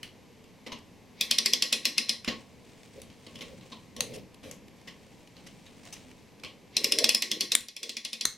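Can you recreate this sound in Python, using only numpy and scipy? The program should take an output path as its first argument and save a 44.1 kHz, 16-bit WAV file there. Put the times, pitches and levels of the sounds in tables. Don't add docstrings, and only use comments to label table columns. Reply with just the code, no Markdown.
import sys
import numpy as np
from scipy import signal
from scipy.fft import rfft, irfft, next_fast_len
from scipy.io import wavfile
from scipy.ndimage import uniform_filter1d, minimum_filter1d, map_coordinates

SR = 44100
rng = np.random.default_rng(int(sys.argv[2]) if len(sys.argv) > 2 else 0)


def file_out(sig):
    cols = np.atleast_2d(sig).T
    lim = np.clip(cols, -1, 1)
    pcm = np.round(lim * 32767).astype(np.int16)
    wavfile.write(sys.argv[1], SR, pcm)


N = 369116
BLOW_T_S = np.arange(SR // 2) / SR
BLOW_N = len(BLOW_T_S)

# [t/s, strength/dB]
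PAWL_DROPS = [(1.2101, -24), (1.311, -20), (1.3847, -19.5), (1.459, -18), (1.5338, -16.5), (1.6226, -16.5),
              (1.726, -16.5), (1.8536, -18.5), (1.98, -19), (2.0925, -21.5), (6.767, -22.5),
              (6.8432, -20.5), (6.9213, -18.5), (6.986, -17.5), (7.0422, -12.5), (7.0912, -11),
              (7.1474, -12), (7.222, -15), (7.3147, -16.5), (7.4077, -16), (7.5188, -16), (7.6843, -26.5),
              (7.7647, -25), (7.8308, -21), (7.8935, -21), (7.968, -21.5), (8.0495, -20.5), (8.13, -22.5),
              (8.21, -21)]
# [t/s, level/dB, bench knock/dB]
RATCHET_SNAPS = [(4.0061, -29.5, -52), (7.5512, -9.5, -30.5), (8.2527, -15.5, -44)]
# [t/s, contact length/s, clack/dB, crack/dB, bench knock/dB]
PART_CONTACTS = [(0.03, 0.003, -40, -48, -71), (0.441, .001, -60, -67, -59), (0.664, 0.013, -42, -53, -42),
                 (0.719, 0.015, -38, -50, -45), (2.246, 0.0015, -38.5, -46.5, -61),
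                 (2.276, 0.015, -26.5, -48, -31), (3.017, 0.0017, -53, -47.5, -55.5),
                 (3.1, 0.0023, -55.5, -70, -68), (3.265, .006, -48, -57, -50.5),
                 (3.356, 0.0033, -45.5, -54, -52), (3.388, 0.0033, -52, -58, -57),
                 (3.408, 0.0029, -42.5, -58, -52), (3.414, 0.013, -41, -49.5, -50),
                 (3.609, 0.0024, -55, -73, -56), (3.719, 0.014, -43.5, -63, -48.5),
                 (3.964, .0038, -44.5, -47, -48), (4.136, .03, -45.5, -46, -60),
                 (4.431, .07, -47.5, -50.5, -52), (4.512, 0.0019, -50.5, -41.5, -56),
                 (4.874, .014, -42, -68, -50.5), (5.366, 0.0029, -53, -72, -58),
                 (5.467, 0.0084, -49, -51.5, -57), (5.663, .005, -52, -62, -72),
                 (5.852, 0.0022, -56, -56, -68), (5.925, 0.016, -45.5, -39.5, -63),
                 (6.435, 0.0031, -40, -52, -48), (6.447, 0.0017, -40, -57, -47.5),
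                 (7.607, 0.0025, -31.5, -31, -56)]
# [t/s, level/dB]
CLAMP_KNOCKS = [(0.672, -49), (.72, -42), (2.278, -79), (3.723, -46.5)]
# [start t/s, length/s, level/dB]
SHAFT_TWISTS = [(2.96, 0.028, -48.5), (3.35, 0.18, -51), (3.98, 0.21, -43), (4.44, 0.084, -46.5)]
# [start t/s, length/s, level/dB]
GLOVE_STROKES = [(2.35, 0.052, -59), (2.7, .25, -60.5), (3.2, 0.59, -60), (4.8, 0.42, -65),
                 (5.45, 0.28, -62.5), (5.85, 0.19, -56)]
# [start t/s, length/s, groan level at the usual speed/dB]
CRANK_PUSHES = [(1.42, 0.52, -47.5), (6.82, .29, -40), (7.29, .17, -37), (7.85, 0.049, -43)]

# [f/Hz, mean level/dB, t60/s]
WHEEL_MODES = [(2100, -9.5, 0.04), (2510, -15, 0.14), (3000, -28, 0.017), (3400, -6, 0.12),
               (3667, 1.5, 0.015), (4096, 1, 0.026), (4447, -3, 0.061), (5000, 3.5, 0.022),
               (5195, 2, 0.035), (5700, 0, 0.016), (6300, -6, 0.0083)]
# [f/Hz, width/Hz, level/dB]
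FRAME_RESONANCES = [(1918, 94, 6.5), (2153, 25, 10.5), (2660, 230, -53), (2650, 83, -3), (2685, 21, 3),
                    (3270, 76, -20), (3470, 36, 7), (3780, 29, -14), (4400, 20, -23), (4100, 63, 16),
                    (5080, 100, -14.5), (5650, 140, 6.5), (4870, 58, 5), (6050, 20, 1.5)]
# [f/Hz, width/Hz, level/dB]
BENCH_RESONANCES = [(227.7, 9.4, 7.5), (301, 28, -5.5), (402, 31, -15.5), (492, 60, -7.5), (610, 52, -15),
                    (1092, 36, -4.5)]
# [f/Hz, width/Hz, level/dB]
CLAMP_RESONANCES = [(970, 190, -6), (1012, 180, 3)]
# [f/Hz, width/Hz, level/dB]
LOOSE_RESONANCES = [(2400, 170, -6.5), (3000, 760, 2.5)]

# [f/Hz, level per Hz/dB]
CLACK_SPECTRUM = [(200, -54), (600, -7.5), (850, -32), (1450, -45), (1950, -19), (2500, 4.5), (3300, 0),
                  (4200, -1), (5200, 4.5), (6300, -12), (8000, -8), (16000, -32.5)]
# [f/Hz, level per Hz/dB]
CRACK_SPECTRUM = [(2500, -75), (5500, 5.5), (7000, -0.5), (8500, -3.5), (9800, -0.5), (12500, -4.5),
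                  (13800, -29), (16000, -53)]
# [f/Hz, level per Hz/dB]
SNAP_SPECTRUM = [(50, -29), (200, -30), (550, -4), (850, -27), (1350, -78), (1900, 4.5), (2400, -20.5),
                 (2900, -5.5), (3500, 3.5), (5300, -4), (7300, -0.5), (9000, -2), (12500, -11),
                 (16000, -26)]
# [f/Hz, level per Hz/dB]
BUMP_SPECTRUM = [(30, -25), (90, -7), (170, 4.5), (300, -4.5), (800, -25), (1080, -32.5), (1450, -18.5),
                 (2100, 4.5), (3000, -2.5), (4000, 0.5), (5500, -5.5), (8000, -22), (16000, -70)]
# [f/Hz, level per Hz/dB]
GROAN_SPECTRUM = [(150, -44), (230, 2.5), (330, -11), (430, 2.5), (540, 5.5), (630, -4.5), (760, -15.5),
                  (1500, -34)]
# [f/Hz, level per Hz/dB]
RUSTLE_SPECTRUM = [(600, 8), (1400, -2.5), (2300, 5), (5000, 0), (9000, -2.5), (12000, -23), (16000, -12)]
# [f/Hz, level per Hz/dB]
RUMBLE_SPECTRUM = [(20, -11), (50, -8), (80, -2.5), (130, -1), (200, 1), (300, -4.5), (500, -18.5),
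                   (800, -31), (2000, -73)]
# [f/Hz, level per Hz/dB]
AIR_SPECTRUM = [(20, -29), (80, -10), (200, -24.5), (450, -1.5), (650, -9.5), (1000, -10.5), (1350, -21),
                (2200, -13.5), (3400, -19), (6000, -22), (10000, -30), (14000, -33), (16000, -49)]

# [f/Hz, correlation]
STEREO_LIKENESS = [(40, 0.098), (130, 0.76), (300, 0.72), (3000, 0.93), (6800, 0.73), (10000, 0.4),
                   (15000, 0.1)]
# [f/Hz, t60/s]
ROOM_DECAY = [(200, 0.4), (1400, 0.27), (3700, 0.25), (9700, 0.24), (16000, 0.2)]
# [f/Hz, left minus right/dB]
STEREO_BALANCE = [(100, 0.5), (4400, 0.4), (8100, 2), (15000, 2)]

USUAL_TEETH_PER_S = 11
BEARING_HZ, PITCH_POWER = 366, .5
GROWTH_DB_PER_DOUBLING = 9
WEAKEST_DROP_DB, CRACK_GROWTH_DB_PER_DB = -26.5, 0.12
TOP_HZ = 15900


def amp(db):
    return 10 ** (np.asarray(db) / 20)


def unit(x):
    return x / np.sqrt(np.mean(x ** 2) + 1e-20)


def blow(x):
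    return unit(x) * np.sqrt(SR / 100 / x.shape[-1])


def along(points, hz):
    f, value = np.transpose(points)
    return np.interp(np.log(hz + 1), np.log(f + 1), value)


def wobble(knots_per_s):
    knots = rng.standard_normal(int(N * knots_per_s / SR) + 4)
    return map_coordinates(knots, [np.arange(N) * knots_per_s / SR])


def dying(t60_s):
    return np.exp(-np.log(1000) * BLOW_T_S / t60_s)


def shape(points):
    return lambda hz: amp(along(points, hz))


def resonant(peaks):
    def colour(hz):
        power = 0
        for centre_hz, width_hz, db in peaks:
            damping = (hz * width_hz) ** 2
            power = power + amp(2 * db) * damping / ((centre_hz ** 2 - hz ** 2) ** 2 + damping)
        return np.sqrt(power)
    return colour


def noise(colour, size=BLOW_N):
    m = next_fast_len(size)
    hz = np.fft.rfftfreq(m, 1 / SR)
    turn = np.arccos(np.clip(along(STEREO_LIKENESS, hz), -1, 1)) / 2
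    spectrum = rfft(rng.standard_normal((2, m))) * colour(hz)
    mid, side = irfft(spectrum * [np.cos(turn), np.sin(turn)], m)[:, :size]
    return unit(np.array([mid + side, mid - side]))


def ring(modes):
    total = np.zeros(BLOW_N)
    for hz, db, t60_s in modes:
        strength = amp(db + 2 * rng.normal())
        total += strength * dying(t60_s) * np.sin(2 * np.pi * (hz * BLOW_T_S + rng.random()))
    return total


def chatter(x, length_s, count=5):
    delays_s = (np.arange(count) + rng.random(count)) / count * length_s
    signs = rng.choice([-1, 1], count)
    total = np.zeros_like(x)
    for delay_s, sign in zip(delays_s, signs):
        cut = x * (BLOW_T_S < BLOW_T_S[-1] - delay_s)
        total += sign * np.roll(cut, round(delay_s * SR), axis=-1)
    return total


def touch(points, length_s):
    impact = noise(shape(points)) * dying(t60_s=.014)
    return blow(chatter(impact, length_s, count=3 + round(length_s / .002)))


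def small_part(x, corner_hz=1700):
    return signal.sosfilt(signal.butter(N=2, Wn=corner_hz, btype="high", fs=SR, output="sos"), x)


def with_room(x, wet_db, rise_s=0.0038):
    power = uniform_filter1d(np.mean(abs(rfft(x)) ** 2, axis=0), size=260)
    colour = lambda hz: np.sqrt(abs(np.interp(hz, np.fft.rfftfreq(BLOW_N, 1 / SR), power)))
    hz, t_s, z = signal.stft(noise(colour), SR, nperseg=256)
    decay = np.exp(-np.log(1000) * t_s / along(ROOM_DECAY, hz)[:, None])
    tail = signal.istft(z * decay, SR, nperseg=256)[1][:, :BLOW_N]
    tail = tail * (1 - np.exp(-BLOW_T_S / rise_s))
    return x + amp(wet_db) * tail * np.linalg.norm(x) / np.linalg.norm(tail)


def add(track, t_s, x):
    part = track[:, max(round(t_s * SR), 0):][:, :x.shape[-1]]
    part += x[:, :part.shape[1]]


def moves(rows, attack_s, release_s, swell_db=0):
    t_s, gain = np.arange(N) / SR, np.zeros(N)
    for start_s, length_s, db in rows:
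        before = np.maximum(start_s - t_s, 0) / attack_s
        after = np.maximum(t_s - start_s - length_s, 0) / release_s
        swell = swell_db * (np.clip((t_s - start_s) / length_s, 0, 1) - 1)
        gain += amp(db + swell - 20 * np.minimum(before + after, 10))
    return gain


def background(air_db=-59, hum_db=-66, whine_db=-81):
    air = amp(air_db) * noise(shape(AIR_SPECTRUM), size=N)
    hum = amp(hum_db) * noise(resonant([(250, 30, 0)]), size=N)
    whine = amp(whine_db) * noise(resonant([(11520, 100, 0)]), size=N)
    return air + hum + whine


def bench(t60_s=0.32, rise_s=0.0018, soft_hz=1200, low_hz=160):
    def colour(hz):
        treble_loss = 1 + (hz / soft_hz) ** 10
        bass_loss = 1 + (low_hz / (hz + 1)) ** 4
        return resonant(BENCH_RESONANCES)(hz) / treble_loss / bass_loss
    return noise(colour) * dying(t60_s) * (1 - np.exp(-BLOW_T_S / rise_s))


def frame(t60_s=0.3):
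    return blow(noise(resonant(FRAME_RESONANCES)) * dying(t60_s))


def handling(groan_db=-2, scrape_db=-15, shake_db=-10, rustle_db=-1.5, rumble_db=-57):
    grain = lambda: amp(3 * wobble(300) + 2 * wobble(30))
    groan = amp(groan_db + 1.7 * wobble(40)) * noise(shape(GROAN_SPECTRUM), size=N)
    scrape = amp(scrape_db) * grain() * noise(shape(BUMP_SPECTRUM), size=N)
    twist = moves(SHAFT_TWISTS, attack_s=0.021, release_s=0.069, swell_db=3) * (groan + scrape)
    stroke = amp(rustle_db) * moves(GLOVE_STROKES, attack_s=0.14, release_s=0.32)
    rustle = stroke * grain() * noise(shape(RUSTLE_SPECTRUM), size=N)
    shake = amp(rumble_db) + amp(shake_db) * moves(SHAFT_TWISTS, attack_s=0.025, release_s=0.24)
    rumble = shake * amp(1.2 * wobble(9.2)) * noise(shape(RUMBLE_SPECTRUM), size=N)
    return twist + rustle + rumble


def clamp(t60_s=0.28):
    track = np.zeros((2, N))
    colour = lambda hz: resonant(CLAMP_RESONANCES)(hz) ** 2
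    for t_s, db in CLAMP_KNOCKS:
        add(track, t_s, amp(db) * blow(noise(colour) * dying(t60_s)))
    return track


def ticks(tick_db=-58, spread_db=2, crack_db=-7, count=14):
    track = np.zeros((2, N))
    for when in rng.random(count):
        bump = touch(BUMP_SPECTRUM, length_s=0.0034)
        crack = amp(crack_db) * touch(CRACK_SPECTRUM, length_s=0.0015)
        add(track, when * N / SR, amp(tick_db + spread_db * rng.normal()) * (bump + crack))
    return track


def contacts(bump_db=-1.5, crack_db=-2, loose_db=-5, frame_db=-14, bench_db=1):
    track = np.zeros((2, N))
    loose_colour = lambda hz: resonant(LOOSE_RESONANCES)(hz) ** 2
    for t_s, length_s, clack_level_db, crack_level_db, knock_db in PART_CONTACTS:
        bump = amp(clack_level_db + bump_db) * with_room(touch(BUMP_SPECTRUM, length_s), wet_db=-1)
        crack = amp(crack_level_db + crack_db) * with_room(touch(CRACK_SPECTRUM, length_s), wet_db=-6)
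        loose = amp(loose_db) * blow(noise(loose_colour) * dying(t60_s=0.27))
        ringing = amp(clack_level_db) * (loose + amp(frame_db) * frame())
        boom = amp(knock_db + bench_db) * bench()
        add(track, t_s, bump + crack + ringing + boom)
    return track


def bearing(core_knots_per_s=130, skirt_knots_per_s=420, skirt_db=0, uneven_db=4):
    drops_s = np.array(PAWL_DROPS)[:, 0]
    midpoints_s = (drops_s[1:] + drops_s[:-1]) / 2
    teeth_per_s = np.interp(np.arange(N) / SR, midpoints_s, 1 / np.diff(drops_s))
    speed = teeth_per_s / USUAL_TEETH_PER_S
    phase = 2 * np.pi * np.cumsum(BEARING_HZ * speed ** PITCH_POWER) / SR
    band = lambda rate: wobble(rate) * np.cos(phase) + wobble(rate) * np.sin(phase)
    groan = band(core_knots_per_s) + amp(skirt_db) * band(skirt_knots_per_s)
    groan = unit(groan * amp(uneven_db * wobble(45)))
    push = moves(CRANK_PUSHES, attack_s=.06, release_s=0.085, swell_db=0.5)
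    return push * amp(GROWTH_DB_PER_DOUBLING * np.log2(speed)) * groan


def snaps(force_db=5, frame_db=-15, bench_db=2):
    track = np.zeros((2, N))
    for t_s, db, knock_db in RATCHET_SNAPS:
        contact = noise(shape(SNAP_SPECTRUM)) * dying(t60_s=0.0066)
        burst = blow(chatter(contact, length_s=.0028, count=7))
        steel = with_room(burst, wet_db=-8) + amp(frame_db) * frame()
        add(track, t_s, amp(db + force_db) * steel + amp(knock_db + bench_db) * bench())
    return track


def pawl(ring_db=-1, clack_db=-3, crack_db=-7, frame_db=-8, bench_db=-19,
         bounce_db=-9, slide_db=-22, tip_db=-18):
    track = np.zeros((2, N))
    clack_noise = lambda t60_s: noise(shape(CLACK_SPECTRUM)) * dying(t60_s)
    for t_s, db in PAWL_DROPS:
        slide = amp(slide_db) * noise(shape(BUMP_SPECTRUM)) * dying(t60_s=0.13)[::-1]
        tip = amp(tip_db) * blow(clack_noise(0.036))
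        wheel = amp(ring_db) * blow(small_part(chatter(ring(WHEEL_MODES), length_s=.0018)))
        clack = amp(clack_db) * blow(chatter(clack_noise(0.043), length_s=.0014))
        crack_noise = noise(shape(CRACK_SPECTRUM)) * dying(t60_s=0.017)
        crack_gain = amp(crack_db + CRACK_GROWTH_DB_PER_DB * (db - WEAKEST_DROP_DB))
        crack = crack_gain * blow(chatter(crack_noise, length_s=0.0014))
        bounce = amp(bounce_db) * blow(chatter(clack_noise(0.04), length_s=0.0018))
        click = with_room(wheel + clack, wet_db=-5.5) + with_room(crack, wet_db=-7)
        ringing = amp(frame_db) * frame() + amp(bench_db) * bench()
        add(track, t_s - BLOW_N / SR, amp(db) * slide)
        add(track, t_s - rng.uniform(0.0014, 0.0065), amp(db) * tip)
        add(track, t_s, amp(db) * (click + ringing))
        add(track, t_s + rng.uniform(.003, .008), amp(db) * bounce)
    return track


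def scene():
    surroundings = background() + handling() + clamp()
    loose_parts = ticks() + contacts()
    winder = bearing() + snaps() + pawl()
    return surroundings + loose_parts + winder


def gain_control(x, threshold_db=-21, slope=0.85, release_db_per_s=10, lag_s=0.0028):
    edge = np.diff(x.mean(0), prepend=0) ** 2
    power = signal.lfilter(np.ones(132) / 132, 1, edge)
    excess_db = slope * np.maximum(10 * np.log10(power + 1e-12) - threshold_db, 0)
    t_s = np.arange(N) / SR
    recovery_db = release_db_per_s * t_s
    held_db = np.maximum.accumulate(excess_db + recovery_db) - recovery_db
    return x * amp(-np.interp(t_s - lag_s, t_s, held_db))


def limiter(x, ceiling=.72):
    needed = ceiling / np.maximum(abs(x).max(axis=0), ceiling)
    lowest = minimum_filter1d(needed, size=89)
    return x * uniform_filter1d(uniform_filter1d(lowest, size=45), size=45)


def record(dry):
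    x = limiter(gain_control(dry))
    m = next_fast_len(N + SR // 2)
    hz = np.fft.rfftfreq(m, 1 / SR)
    balance = amp(np.outer([.5, -.5], along(STEREO_BALANCE, hz)))
    return irfft(rfft(x, m) * balance * (hz < TOP_HZ), m)[:, :N]


dry = scene()
out = record(dry)
file_out(out)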